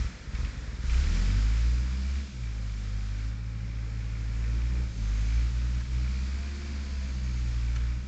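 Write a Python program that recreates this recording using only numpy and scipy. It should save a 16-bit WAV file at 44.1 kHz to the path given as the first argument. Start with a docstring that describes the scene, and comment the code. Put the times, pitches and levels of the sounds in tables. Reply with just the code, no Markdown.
"""A four-cylinder diesel digger works some way off across open ground.
It first lugs in separate chugs that ring a silencer, over combustion clatter and broad engine roar.
At about 0.9 s it picks up: tones locked to a firing count give the exhaust note, which follows load,
and the crank, fan and pump tones; valve hiss (filtered noise) comes and goes.
Late on, at 5.8 and 7.8 s, noisy contacts ring steel in two knocks."""
import sys
import numpy as np
from scipy import signal
from scipy.fft import rfft, irfft, next_fast_len
from scipy.io import wavfile

SR = 44100
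rng = np.random.default_rng(int(sys.argv[2]) if len(sys.argv) > 2 else 0)


def digitize_waveform(pressure):
    """Quantize a signal to 16-bit integers and store it at the path in sys.argv[1].

    Rows of a 2-D input are taken as channels; values are limited to [-1, 1].
    """
    field = np.atleast_2d(pressure).T
    bounded = np.clip(field, -1, 1)
    quanta = np.round(bounded * 32767).astype(np.int16)
    wavfile.write(sys.argv[1], SR, quanta)


def gain_from_decibels(decibels):
    """Convert decibel values to linear amplitude factors."""
    exponent = np.asarray(decibels, float) / 20
    return 10 ** exponent


N = 356107

# engine speed once it picks up: (time [s], rate [firings/s])
SPEED_PER_S = [(.88, 24.4), (1.2, 44.4), (1.3, 47.6), (1.52, 54.2), (1.76, 60), (2.2, 68.5), (2.3, 65.4),
               (2.42, 56.5), (2.6, 53.1), (2.82, 51), (3.14, 50.8), (3.3, 55.2), (4.32, 54.8), (4.46, 55.7),
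               (4.84, 61.4), (4.96, 53), (5.04, 50.5), (5.19, 51.7), (5.38, 57), (5.79, 61.4), (5.9, 59.9),
               (6.23, 64.3), (6.5, 69.9), (6.62, 70.2), (6.95, 67.2), (7.51, 58.3), (7.65, 58.2),
               (7.89, 59.1), (8.07, 64.3)]
# fuel burnt, above or below the usual: (time [s], load [dB])
LOAD_DB = [(0, 11), (.1, 3.5), (.27, -1), (.4, 7.5), (.55, 2.5), (.78, 0.5), (.92, 9.5), (1.17, 10),
           (1.55, 5), (1.9, 0.5), (2.2, 2.5), (2.5, -3.5), (2.8, -3), (3.27, -1), (3.37, -7), (4.32, -1.5),
           (4.46, 0.5), (4.75, 0.5), (5.05, 1), (5.19, 3.5), (5.38, 3), (5.7, 0.5), (6.3, 0.86),
           (7.23, -1.65), (7.6, 0), (7.9, 0.5)]
# the governor briefly cuts the fuel: (middle [s], half length [s], depth [dB])
FUEL_CUTS = [(2.318, 0.13, 15), (4.925, .1, 10.5), (5.515, 0.046, 5.5), (5.863, 0.072, 9), (8.07, 0.17, 9)]
# the pipe favours some pitches; tone levels at usual load:
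# (rate [firings/s], note [dB], octave [dB], third [dB], fourth [dB], pump tone [dB])
TONES_BY_SPEED_DB = [(23.8, -42.5, -27.5, -36, -54, -43), (30.4, -41.5, -24.5, -50, -45, -54.5),
                     (41.7, -34, -37.5, -53, -50, -58), (42, -35.5, -45, -50, -46, -58),
                     (49, -33, -29.5, -77, -51, -54), (51, -29.5, -38, -56.5, -53.5, -58.5),
                     (54.4, -29.5, -36.5, -57, -64, -55.5), (57.4, -27.5, -38, -63.5, -55, -56.5),
                     (61.9, -28, -38, -50.5, -57.5, -57.5), (65.5, -30, -50.5, -46, -64, -77),
                     (66.55, -29.5, -51, -55.5, -68, -64), (70.3, -35, -64, -53, -80, -52)]
OCTAVE_FOLLOWS, THIRD_FOLLOWS, PUMP_FOLLOWS = 0.33, 0.28, 0.48   # share of the load's swing in dB

# exhaust strength of each cylinder: (level [dB])
CYLINDERS_DB = [0.31, -1.3, -0.75, -0.32]
# chugs while lugging: (time [s], peak [dB])
CHUGS = [(.007, -21), (0.055, -23), (.106, -43), (0.146, -37), (0.205, -38), (0.243, -46), (0.283, -29.5),
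         (0.344, -24), (.397, -23), (0.441, -21.5), (0.482, -28), (0.537, -37), (0.58, -30), (0.63, -30),
         (.687, -28), (0.74, -29.5), (0.797, -27), (0.848, -23)]
# silencer resonances rung by a chug: (frequency [Hz], width per pass [Hz], relative level [dB])
SILENCER_MODES = [(53, 31, 4.5), (102.2, 26, -6.5), (186, 55, -21)]
# upper pipe resonances: (frequency [Hz], width per pass [Hz], relative level [dB])
PIPE_MODES = [(210.8, 58, -1.5), (276.3, 32, -4.5), (335.8, 41, -8)]

# combustion knock of each cylinder: (relative level [dB])
KNOCKING_DB = [-5, 2, 4, 1]
# engine block resonances: (frequency [Hz], width [Hz], relative level [dB])
BLOCK_MODES = [(1400, 400, -5), (1800, 300, -7), (2330, 220, 1), (5400, 400, -10)]
# colour of the clatter's hiss: (frequency [Hz], relative density [dB per Hz])
CLATTER_COLOUR = [(600, -11.5), (800, -11.5), (1100, -8.5), (1350, -4.5), (1900, -4.5), (2350, -6.5),
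                  (2800, -10), (3700, -9.5), (4900, -9), (6000, -11.5), (7500, -12.5), (7900, -16.5),
                  (8600, -5.5), (9300, -27.5)]
# rattling firings: (time [s], relative strength [dB])
HARD_FIRINGS = [(0.062, -34), (0.349, -28), (0.4, -38), (0.4457, -27.5), (0.8955, -29), (0.932, -26.5),
                (0.9674, -33), (1.0344, -52), (1.5696, -31.5)]
# upper bands of the hiss against the rest, taken about the mean: (time [s], level [dB])
TREBLE_DB = [(0, -5.5), (.3, -6.5), (.8, -5.5), (1, -2), (2.4, -3), (2.9, -3), (3.45, -5.5), (4.8, -5),
             (5, -3.5), (7.6, -2.5), (8.07, -7)]
CLATTER_DB, CLATTER_FOLLOWS = -51, 0.67   # hiss at usual load; share of the load's swing
KNOCK_DB, TAPPET_DB = -8, -13.5   # against the hiss
CLATTER_CUT, CLATTER_CUT_MOST_DB = 0.8, 5   # share of a fuel cut, and its limit
TREBLE_KEEPS = 0.75   # share of that dip which spares the treble

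# crank tone at half the firing rate: (time [s], level [dB])
CRANK_DB = [(.88, -58), (2.1, -56.5), (3.1, -61), (4.4, -60), (4.85, -49), (5.4, -60), (5.9, -51),
            (6.6, -56), (7.5, -48)]
# fan tone: (multiple of firing rate, level [dB])
FAN = (3.25, -53)
# pump whine overtones: (multiple of firing rate, level against WHINE_DB [dB])
WHINE_OVERTONES = [(10, 2), (15, 0)]
# the whine swells while a lever is held: (start [s], end [s], swell [dB])
WHINE_HELD = (6.3, 7.3, 4.7)
WHINE_DB = -74

# oil hissing through a valve: (start [s], end [s], frequency [Hz], width per pass [Hz], level [dB])
VALVES = [(.9, 2.2, 4900, 300, -62), (4.85, 5.5, 6300, 200, -62), (5.95, 7.6, 4500, 900, -61),
          (6.7, 7.6, 6450, 300, -66)]
# steel on steel: (time [s], relative strength [dB])
KNOCKS = [(5.804, -39.5), (7.7575, -33.5)]
# steel member's modes: (frequency [Hz], relative level [dB], t60 [s])
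STEEL_MODES = [(1680, 2, .035), (1350, -3, .03), (1050, -5, .03), (2300, -6, .012), (3000, -4, .01),
               (4500, -9, .006), (6300, -12, .005)]

# colour of the roar: (frequency [Hz], relative density [dB per Hz])
ROAR_COLOUR = [(18, -26), (30, -10.5), (49, -8), (70, -19), (118, -11.5), (197, -14), (377, -26),
               (518, -25), (711, -37), (1100, -38.5), (1430, -58), (2420, -120)]
# level of the low roar: (time [s], level [dB])
ROAR_LEVEL_DB = [(0, -43), (.27, -48.5), (.45, -43.5), (.75, -47.5), (1.17, -39), (1.55, -45.5), (2.1, -49),
                 (2.6, -52), (3.2, -49.5), (3.5, -52), (4.3, -47.5), (4.9, -43), (5.4, -50.5), (6.5, -49.5),
                 (7, -47), (8.07, -51)]
ROAR_SURGE_DB = 1.5   # spread of random surges


def in_time(rows):
    """Columns of a table, interpolated at every sample."""
    s, *columns = np.transpose(rows)
    return [np.interp(np.arange(N) / SR, s, column) for column in columns]


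def rms_one(x):
    """Scales to rms 1."""
    return x / np.sqrt(np.mean(x ** 2) + 1e-20)


def drift(rate_hz):
    """Slow random wander of spread 1: low-passed noise, drawn every 40 samples."""
    r = np.exp(-80 * np.pi * rate_hz / SR)
    noise = rng.standard_normal(N // 40 + 2002)
    slow = signal.lfilter([1], [1, -2 * r, r * r], noise)[2000:]   # skip the filter's start
    return np.interp(np.arange(N) / 40, np.arange(len(slow)), rms_one(slow))


def resonate(x, hz, width_hz):
    """One two-pole resonance, gain 1 on top."""
    r = np.exp(-np.pi * width_hz / SR)
    zeros = np.array([1, 0, -1]) * (1 - r * r) / 2
    poles = [1, -2 * r * np.cos(2 * np.pi * hz / SR), r * r]
    return signal.lfilter(zeros, poles, x + 1e-18)


def resonate_twice(x, hz, width_hz):
    """Two passes: the ring swells before it dies, and the skirts are steeper."""
    return resonate(resonate(x, hz, width_hz), hz, width_hz)


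def body(x, modes):
    """Resonances in parallel, signs alternating."""
    return sum((-1) ** k * gain_from_decibels(db) * resonate(x, hz, width_hz)
               for k, (hz, width_hz, db) in enumerate(modes))


def chambers(x, modes):
    """Double resonances in parallel, all of one sign."""
    return sum(gain_from_decibels(db) * resonate_twice(x, hz, width_hz) for hz, width_hz, db in modes)


def fade(x, seconds):
    """Every click leaves an exponential tail."""
    return signal.lfilter([1], [1, -np.exp(-1 / (seconds * SR))], x + 1e-18)


def clicks(rows):
    """Single-sample pulses from rows of time and dB."""
    s, db = np.transpose(rows)
    out = np.zeros(N)
    out[np.clip(s * SR, 0, N - 1).astype(int)] = gain_from_decibels(db)
    return out


def banded_noise(colour, flicker_db, above_db=0, split_hz=0):
    """Coloured noise in third-octave bands that flicker apart; those above the split follow above_db."""
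    hz, db = np.transpose(colour)
    size = next_fast_len(N)
    bins_hz = np.arange(size // 2 + 1) * SR / size + 1
    gain = gain_from_decibels(np.interp(np.log(bins_hz), np.log(hz), db, left=-200, right=-200))
    coloured = rfft(rng.standard_normal(size)) * gain
    out = 0
    edges_hz = 16 * 2 ** np.arange(0, 9.4, 1 / 3)
    for low, high in zip(edges_hz, edges_hz[1:]):
        if hz[0] < high and low < hz[-1]:
            band = irfft(coloured * (bins_hz >= low) * (bins_hz < high), size)[:N]
            out = out + band * gain_from_decibels(flicker_db * drift(16) + above_db * (low > split_hz))
    return rms_one(out)


def engine_state():
    """Load, fuel cuts, and the level of each engine tone that follows from them and the speed."""
    s = np.arange(N) / SR
    per_s, = in_time(SPEED_PER_S)
    load_db, = in_time(LOAD_DB)
    cut_db = -sum(depth_db * np.clip(1 - np.abs(s - middle) / half, 0, 1)
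                  for middle, half, depth_db in FUEL_CUTS)
    rate, *levels = np.transpose(TONES_BY_SPEED_DB)
    shares = [1, OCTAVE_FOLLOWS, THIRD_FOLLOWS, THIRD_FOLLOWS, PUMP_FOLLOWS]
    tones_db = [np.interp(per_s, rate, db) + share * (load_db + cut_db)
                for db, share in zip(levels, shares)]
    return load_db, cut_db, tones_db


def crank():
    """Firings counted up since the engine picked up, and a switch that is 1 from then on."""
    per_s, = in_time(SPEED_PER_S)
    running = np.clip((np.arange(N) / SR - SPEED_PER_S[0][0]) / 0.02 + 0.5, 0, 1)
    return np.cumsum(per_s * (running > 0)) / SR + 0.23, running


def exhaust(count, running, note_db, octave_db):
    """The note and its octave are clean; unequal cylinders make it throb once per four firings."""
    per_s, = in_time(SPEED_PER_S)
    turn = 2 * np.pi * count
    cycle_db = CYLINDERS_DB + CYLINDERS_DB[:1]
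    pattern = gain_from_decibels(np.interp(count % 4, np.arange(5), cycle_db))
    # light running gives a saw-like pulse; load and speed flatten its top
    lead_rad = np.minimum(1.7 + 0.27 * (note_db + 34), 3.4) + 0.12 * np.maximum(per_s - 58, 0)
    note = gain_from_decibels(note_db + 0.72 * drift(7.6)) * np.cos(turn) * pattern
    octave = gain_from_decibels(octave_db + 1.3 * drift(15)) * np.cos(2 * turn + lead_rad) * pattern ** 2.1
    return np.sqrt(2) * running * (note + octave)


def chugs():
    """Slow single firings: a puff passes two chambers, so the ring swells for a cycle, then dies."""
    unit = np.zeros(SR // 10)
    unit[0] = 1
    unit_peak = np.max(np.abs(chambers(unit, SILENCER_MODES)))
    puffs = clicks([(max(s - 0.009, 0), db) for s, db in CHUGS])   # early, as the ring takes time to swell
    return -chambers(puffs, SILENCER_MODES) / unit_peak


def pipe(fired, roar_db):
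    """Each firing's sharp front rings the upper pipe resonances, twice over for dark valleys."""
    fronts = fired * gain_from_decibels(0.23 * rng.standard_normal(N))
    return gain_from_decibels(roar_db - 12) * rms_one(chambers(fronts, PIPE_MODES))


def clatter(count, fired, clatter_db, bright_db):
    """Steady mechanical hiss, a noise burst through the block at every firing, a loose tappet every fourth."""
    hiss = banded_noise(CLATTER_COLOUR, flicker_db=0.56, above_db=bright_db - np.mean(bright_db),
                        split_hz=2400)
    strength = gain_from_decibels(np.array(KNOCKING_DB)[count.astype(int) % 4] + 0.54 * rng.standard_normal(N))
    blast = fade(fade(fired * strength, 0.004), 0.001) * rng.standard_normal(N)
    knock = rms_one(body(blast, BLOCK_MODES))
    every_fourth = fired * (count % 4 < 1) * gain_from_decibels(2.5 * rng.standard_normal(N))
    tap = fade(every_fourth, 0.007) * rng.standard_normal(N)
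    tappet = rms_one(resonate(tap, hz=2303, width_hz=170))
    burst = fade(fade(clicks(HARD_FIRINGS), 0.0092), 0.00072) * rng.standard_normal(N)
    rattles = body(burst, BLOCK_MODES) + gain_from_decibels(2) * resonate(burst, hz=2266, width_hz=130)
    steady = hiss + gain_from_decibels(KNOCK_DB) * knock + gain_from_decibels(TAPPET_DB) * tappet
    return gain_from_decibels(clatter_db) * steady + gain_from_decibels(-30) * rattles


def tones(count, running, third_db, fourth_db, pump_db):
    """Crank, fan and gear pump turn in step with the engine; five pump teeth pass per firing."""
    s = np.arange(N) / SR
    start, end, swell_db = WHINE_HELD
    whine_db = WHINE_DB + swell_db * np.clip(np.minimum(s - start, end - s) / 0.084, 0, 1)
    turn = 2 * np.pi * count
    fan_multiple, fan_db = FAN
    shaft = gain_from_decibels(in_time(CRANK_DB)[0]) * np.sin(turn / 2)
    fan = gain_from_decibels(fan_db + 1.2 * drift(2)) * np.sin(fan_multiple * turn)
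    third = gain_from_decibels(third_db + 1.5 * drift(8)) * np.sin(3 * turn)
    fourth = gain_from_decibels(fourth_db + 1.5 * drift(8)) * np.sin(4 * turn)
    pump = gain_from_decibels(pump_db + 1.5 * drift(8)) * np.sin(5 * turn)
    whine = sum(gain_from_decibels(whine_db + db + 2.8 * drift(12)) * np.sin(k * turn) for k, db in WHINE_OVERTONES)
    return np.sqrt(2) * running * (shaft + fan + third + fourth + pump + whine)


def knocks():
    """A short noisy contact rings a steel member."""
    contact = fade(fade(clicks(KNOCKS), 0.005), 0.0026) * rng.standard_normal(N)
    # t60 to bandwidth
    modes = [(hz, np.log(1000) / (np.pi * t60_s), db) for hz, db, t60_s in STEEL_MODES]
    return gain_from_decibels(-26.5) * body(contact, modes) + gain_from_decibels(-51.5) * contact


def valves():
    """Narrow bands of hiss that swell and fade while a lever is held."""
    s = np.arange(N) / SR
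    out = 0
    for start, end, hz, width_hz, db in VALVES:
        held = np.clip(np.minimum(s - start, end - s) / 0.16, 0, 1)
        hiss = rms_one(resonate_twice(rng.standard_normal(N), hz, width_hz))
        out = out + gain_from_decibels(db + drift(9.9)) * held * hiss
    return out


def roar(roar_db):
    """Broad exhaust and intake noise; its upper part rises and falls less than its bass."""
    upper_db = -0.3 * (roar_db - np.mean(roar_db))
    return gain_from_decibels(roar_db) * banded_noise(ROAR_COLOUR, flicker_db=0, above_db=upper_db, split_hz=290)


def ground(x):
    """Adds a few dull echoes from the shed and the trees."""
    dull = signal.sosfilt(signal.butter(1, 3000, fs=SR, output="sos"), x)
    echoes = [(0.021, -12.5), (0.047, -7.5), (0.09, -10)]   # (delay [s], level [dB])
    return x + sum(gain_from_decibels(db) * np.pad(dull, (int(s * SR), 0))[:N] for s, db in echoes)


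def scene():
    """Load and speed drive the exhaust note, clatter and most tones; chugs and roar have their own levels."""
    load_db, cut_db, (note_db, octave_db, *weaker_db) = engine_state()
    dip_db = np.maximum(CLATTER_CUT * cut_db, -CLATTER_CUT_MOST_DB)
    clatter_db = CLATTER_DB + CLATTER_FOLLOWS * load_db + dip_db
    bright_db = in_time(TREBLE_DB)[0] - TREBLE_KEEPS * dip_db
    roar_db = in_time(ROAR_LEVEL_DB)[0] + ROAR_SURGE_DB * drift(3.7)
    count, running = crank()
    fired = np.diff(np.floor(count - 0.12), prepend=0)   # the knock trails the exhaust pulse
    low = exhaust(count, running, note_db, octave_db) + chugs() + pipe(fired, roar_db)
    low = low + tones(count, running, *weaker_db) + roar(roar_db)
    high = clatter(count, fired, clatter_db, bright_db) + knocks() + valves()
    return (low + ground(high))[None]   # only clatter, knocks and valves get echoes


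def band_limit(x):
    """A steep low-pass at the top of the band."""
    return signal.sosfilt(signal.butter(12, 8850, fs=SR, output="sos"), x)


def record(dry):
    """The recorder cuts the top: 60 dB down from 9.3 kHz up."""
    dull = signal.sosfilt(signal.cheby2(10, 60, 9300, fs=SR, output="sos"), dry)
    return band_limit(dull)


dry = scene()
out = record(dry)
digitize_waveform(out)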